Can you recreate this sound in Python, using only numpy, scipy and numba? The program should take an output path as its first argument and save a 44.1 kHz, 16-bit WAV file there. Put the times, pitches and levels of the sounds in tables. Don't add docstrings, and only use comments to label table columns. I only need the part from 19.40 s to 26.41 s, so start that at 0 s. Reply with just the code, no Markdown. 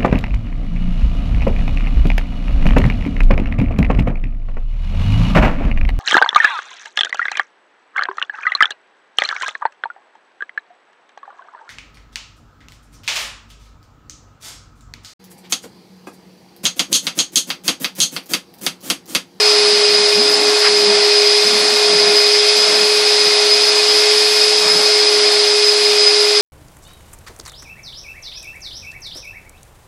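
import sys
import numpy as np
from scipy import signal
from scipy.fft import rfft, irfft, dct
from scipy.io import wavfile
from scipy.ndimage import uniform_filter1d
from numba import njit

SR = 44100
rng = np.random.default_rng(int(sys.argv[2]) if len(sys.argv) > 2 else 0)


def generate_wav(signal):
    frames = np.transpose(np.atleast_2d(signal))
    scaled = np.clip(frames, -1, 1) * 32767
    pcm = np.round(scaled).astype(np.int16)
    wavfile.write(sys.argv[1], SR, pcm)


def convert_level_to_amplitude(level_db):
    exponent = np.asarray(level_db, float) / 20
    return 10 ** exponent


N = 309141
T = np.arange(N) / SR
REST_HZ = 418


def level(x, db=0):
    return x * convert_level_to_amplitude(db) / np.sqrt(np.mean(np.abs(x) ** 2))


def noise(points, modes=()):
    hz = np.fft.rfftfreq(N, 1 / SR) + 1
    point_hz, point_db = np.transpose(points)
    db = np.interp(np.log(hz), np.log(point_hz), point_db, left=-90, right=-90)
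    for mode_hz, width, lift_db in modes:
        db = db + lift_db / (1 + (2 * (hz - mode_hz) / width) ** 2)
    return level(irfft(rfft(rng.standard_normal(N)) * convert_level_to_amplitude(db), N))


def walk(rate):
    hold = max(int(SR / rate), 2)
    steps = np.repeat(rng.standard_normal(N // hold + 1), hold)
    return level(uniform_filter1d(uniform_filter1d(steps, hold), hold)[:N])


def bump_shape(centre_s, length_s):
    return np.exp(-.5 * ((T - centre_s) / length_s) ** 2)


@njit
def svf(x, hz, width):
    y, b, l = np.empty(len(x)), 0., 0.
    for i in range(len(x)):
        g, k = np.tan(np.pi * hz[i] / SR), width / hz[i]
        v = (b + g * (x[i] - l)) / (1 + g * (g + k))
        b, l, y[i] = 2 * v - b, l + 2 * g * v, k * v
    return y


# time in seconds, shaft rate in Hz.
SHAFT = [(0.0, 422.5), (0.2, 417), (0.72, 416.1), (1.19, 419.7), (1.44, 413.5), (1.97, 416.4), (2.07, 420),
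         (2.4, 419.4), (2.69, 415.8), (3.01, 417.4), (3.26, 422), (3.58, 420.3), (4.08, 417.5),
         (4.53, 421.5), (5.27, 423.3), (5.99, 416.6), (6.3, 417.9), (6.93, 417)]


def shaft_rate():
    s, hz = np.transpose(SHAFT)
    return np.interp(T, s, hz)


# start in seconds, length in seconds, rubbing level in dB,
# air pocket pitch in Hz.
STROKES = [(0.164, .24, -37.5, 191), (0.458, 0.14, -33, 193), (0.742, .4, -29, 290), (1.266, .33, -33, 170),
           (1.998, .34, -31, 224), (2.46, 0.27, -32, 185), (3.138, .3, -35, 206), (3.799, 0.11, -37.5, 176),
           (3.5, 0.1, -46, 189), (4.2, .3, -48, 189), (5.182, .22, -34, 178.5), (5.505, .46, -44.5, 164),
           (6.101, .6, -46.5, 195), (6.983, .05, -30, 210.4)]
IDLE_RUB_DB, IDLE_POCKET_HZ = -55.5, 223
STROKE_ATTACK_S, STROKE_RELEASE_S, STROKE_SAG_DB_PER_S = 0.033, .07, 12.5
POCKET_START, POCKET_OPEN_S = .55, .06


def strokes():
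    over_db, pocket_hz = np.zeros(N), np.full(N, float(IDLE_POCKET_HZ))
    for s, length, db, hz in STROKES:
        rise = (T - s) / STROKE_ATTACK_S
        let_go = (s + length - T) / STROKE_RELEASE_S + 1
        held = np.clip(np.minimum(rise, let_go), 0, 1)
        sagging_db = db - IDLE_RUB_DB - STROKE_SAG_DB_PER_S * (T - s)
        over_db = np.maximum(over_db, held * sagging_db)
        opening = 1 - (1 - POCKET_START) * np.exp(-np.maximum(T - s, 0) / POCKET_OPEN_S)
        pocket_hz = np.where(held > 0, hz * opening, pocket_hz)
    return over_db, pocket_hz


# frequency in Hz, level in dB per Hz.
HISS = [(4500, -0.5), (6500, 2.5), (8000, 1.5), (10000, -1.5), (11150, -6.5), (11900, -7.5), (13000, -8.5),
        (14300, -12.5), (15000, -27)]
HISS_DB, HISS_DB_PER_HZ = -26.5, 0.27


def exhaust_hiss():
    hiss_db = HISS_DB + HISS_DB_PER_HZ * (shaft_rate() - REST_HZ)
    return convert_level_to_amplitude(hiss_db + 0.24 * walk(8)) * noise(HISS)


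# frequency in Hz, level in dB per Hz.
ROAR = [(100, -68), (200, -33), (310, -18), (520, -17.5), (670, -9.5), (900, -14), (1500, -17), (2100, -14),
        (3000, -14.5), (4300, -8.5), (5000, -3), (5500, -14.5), (6400, -20)]
# frequency in Hz, width in Hz, lift over the roar
# in dB.
RESONANCES = [(650, 48, -1), (1160, 30, 2.5), (1430, 47, 5), (1747, 38, 3), (2133, 100, 4), (2465, 55, 7),
              (2500, 51, 5), (2897, 26, 3), (3015, 41, -0.5), (3340, 81, 4), (3628, 35, 5.5), (3890, 55, 4),
              (4236, 45, 7), (4340, 55, 5.5), (4510, 25, 0.5), (5000, 42, 2), (4830, 34, 0), (5270, 38, 3.5),
        (5461, 78, 4.5), (6030, 42, 6.5)]
ROAR_DB = -15
SUCTION_DB_PER_RUB_DB, SUCTION_LAG_S, SUCTION_LATE_S = 0.1538, 0.24, 0.078


def air_roar():
    smooth_rub_db = uniform_filter1d(strokes()[0], int(SUCTION_LAG_S * SR))
    suction_db = SUCTION_DB_PER_RUB_DB * np.roll(smooth_rub_db, int(SUCTION_LATE_S * SR))
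    roar = noise(ROAR, RESONANCES)
    low = signal.sosfilt(signal.butter(2, 2300, fs=SR, output="sos"), roar)
    roar = roar + low * (convert_level_to_amplitude(suction_db - np.mean(suction_db)) - 1)
    return convert_level_to_amplitude(ROAR_DB + 0.52 * walk(5.3)) * roar


ROOM_T60_S, ROOM_DB = 0.21, -8


def in_room(wind):
    t = np.arange(int(.3 * SR)) / SR
    walls = rng.standard_normal(len(t)) * convert_level_to_amplitude(-60 * t / ROOM_T60_S) * (t > .004)
    walls = walls * convert_level_to_amplitude(ROOM_DB) / np.sqrt(np.sum(walls ** 2))
    wind = np.concatenate([wind[::-1][:len(t)], wind])
    return (wind + signal.fftconvolve(wind, walls)[:len(wind)])[len(t):]


IDLE_WANDER_DB = 4.5


def pile_rub():
    over_db, pocket_hz = strokes()
    rub_db = IDLE_RUB_DB + over_db + IDLE_WANDER_DB * walk(15) * convert_level_to_amplitude(-over_db)
    pile = noise([(60, -40), (110, -19.5), (170, 2.0), (350, 3.5), (700, -21.5)]) * convert_level_to_amplitude(1.8 * walk(30))
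    return convert_level_to_amplitude(rub_db) * level(svf(pile, pocket_hz, 34.0) + .45 * pile, -2.0)


# time in seconds, level in dB, length in seconds, centre in Hz.
GULPS = [
    (.06, -27.5, 0.16, 1000),
    (1.26, -16, 0.023, 1620),
    (5.282, -25, 0.044, 1210),
]


def gulps():
    out = np.zeros(N)
    for s, db, length, hz in GULPS:
        rush = rng.standard_normal(N) * convert_level_to_amplitude(1.5 * walk(400))
        for _ in range(2):
            rush = svf(rush, np.full(N, float(hz)), 1.04 * hz)
        out += level(rush, db) * bump_shape(s, length)
    return out


# time
# in seconds, level in dB, pitch in Hz, glide in Hz per second.
NOZZLE_RINGS = [
    (.79, -30.5, 216, 1502),
    (1.495, -28.5, 205, 200),
    (2.69, -30, 680, 0),
]
RING_S = .025


def nozzle_rings():
    out = np.zeros(N)
    for s, db, hz, glide in NOZZLE_RINGS:
        since = T - s
        ring = np.sin(2 * np.pi * (hz + glide * since / 2) * since)
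        out += np.sqrt(2) * convert_level_to_amplitude(db) * ring * bump_shape(s, RING_S)
    return out


def blade_tone(phase, db, flutter_db):
    return np.sqrt(2) * convert_level_to_amplitude(db + flutter_db * walk(25)) * np.sin(phase + 0.48 * walk(12))


# time in seconds, lift in dB, half length in seconds.
SURGES = [(.09, 4, .03), (.27, -1, .05), (0.995, -10, 0.023), (1.067, 1, 0.017), (1.14, -14, 0.024),
          (1.478, -4, .05), (1.66, 5, 0.021), (1.91, 6, 0.021), (2.162, -3, .02), (2.353, -8, .12),
          (2.8, 6, 0.12), (3.2, 4, .02), (3.36, 3, .08), (4.14, 8, .025), (4.39, 2, 0.019),
          (4.72, -3, 0.053), (4.935, 3.5, 0.041), (5.253, 7, .025), (5.93, 4, .02), (6.201, 4, .1),
          (6.48, -6, 0.061), (6.66, 12, 0.038), (6.8, 2.5, 0.067)]
BLADES = 12
HUM_DB, HUM_DB_PER_HZ = -18, -0.49
WHINE_DB, WHINE_WANDER_DB = -19, 1.56
SHAFT_WOBBLE_HZ = .15
SKIRT_DB, SKIRT_HZ = -16, 71
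OCTAVE_FADE_DB = -0.6


def motor():
    shaft_hz = shaft_rate()
    turn = 2 * np.pi * np.cumsum(shaft_hz + SHAFT_WOBBLE_HZ * walk(7)) / SR
    hum_db = HUM_DB + HUM_DB_PER_HZ * (shaft_hz - REST_HZ) + .5 * walk(3.24)
    hum = np.sqrt(2) * convert_level_to_amplitude(hum_db + 0.77 * walk(17)) * np.sin(turn)

    whine_db = WHINE_DB + WHINE_WANDER_DB * walk(18)
    for s, db, length in SURGES:
        whine_db = whine_db + db * bump_shape(s, length)
    whine = convert_level_to_amplitude(whine_db) * blade_tone(BLADES * turn, -4, 1.24)
    octave = convert_level_to_amplitude(OCTAVE_FADE_DB * walk(1.4)) * blade_tone(2 * BLADES * turn, -39, 2.7)
    half = blade_tone(.5 * BLADES * turn, -45, 2.5)
    skirt = svf(rng.standard_normal(N), BLADES * shaft_hz, float(SKIRT_HZ))
    skirt = convert_level_to_amplitude(0.3 * whine_db) * level(skirt, SKIRT_DB)
    return hum + whine + skirt + octave + half


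def scene():
    wind = in_room(air_roar() + exhaust_hiss())
    nozzle = pile_rub() + gulps() + nozzle_rings()
    return (wind + nozzle + motor())[None]


# frequency in Hz, step in dB.
CAMERA_STEP = [(60, -23), (240, -22), (330, -32), (7000, -35.5), (8600, -25), (10300, -17), (20000, -14.5)]


def camera_sparkle(x, size=1024):
    offset = 300
    window = signal.windows.kaiser_bessel_derived(2 * size, 2.1 * np.pi)
    padded = np.pad(x, (size + offset, 2 * size - (len(x) + offset) % size))
    blocks = padded.reshape(-1, size)
    a, b, c, d = np.split(np.hstack([blocks[:-1], blocks[1:]]) * window, 4, axis=1)
    lines = dct(np.hstack([-c[:, ::-1] - d, a - b[:, ::-1]]), type=4, norm="ortho")

    hz = (np.arange(size) + .5) * SR / (2 * size)
    step_hz, step_db = np.transpose(CAMERA_STEP)
    breath_db = .8 * uniform_filter1d(rng.standard_normal(len(lines)), size=3)[:, None]
    step = convert_level_to_amplitude(np.interp(np.log(hz), np.log(step_hz), step_db) + breath_db)
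    lines = np.sign(lines) * np.floor(np.abs(lines) / step + .4) * step

    u, v = np.split(dct(lines, type=4, norm="ortho"), 2, axis=1)
    frames = np.hstack([v, -v[:, ::-1], -u[:, ::-1], -u]) * window
    return (frames[1:, :size] + frames[:-1, size:]).ravel()[offset:offset + len(x)]


def band_limit(x):
    return signal.sosfilt(signal.butter(12, 14180, fs=SR, output="sos"), x)


def record(dry):
    x = signal.sosfilt(signal.butter(2, 110, "high", fs=SR, output="sos"), dry)
    x = x / (1 + np.abs(x / 1.12) ** 6) ** (1 / 6)
    mix = camera_sparkle(x[0])[None]
    return band_limit(mix)


dry = scene()
out = record(dry)
generate_wav(out)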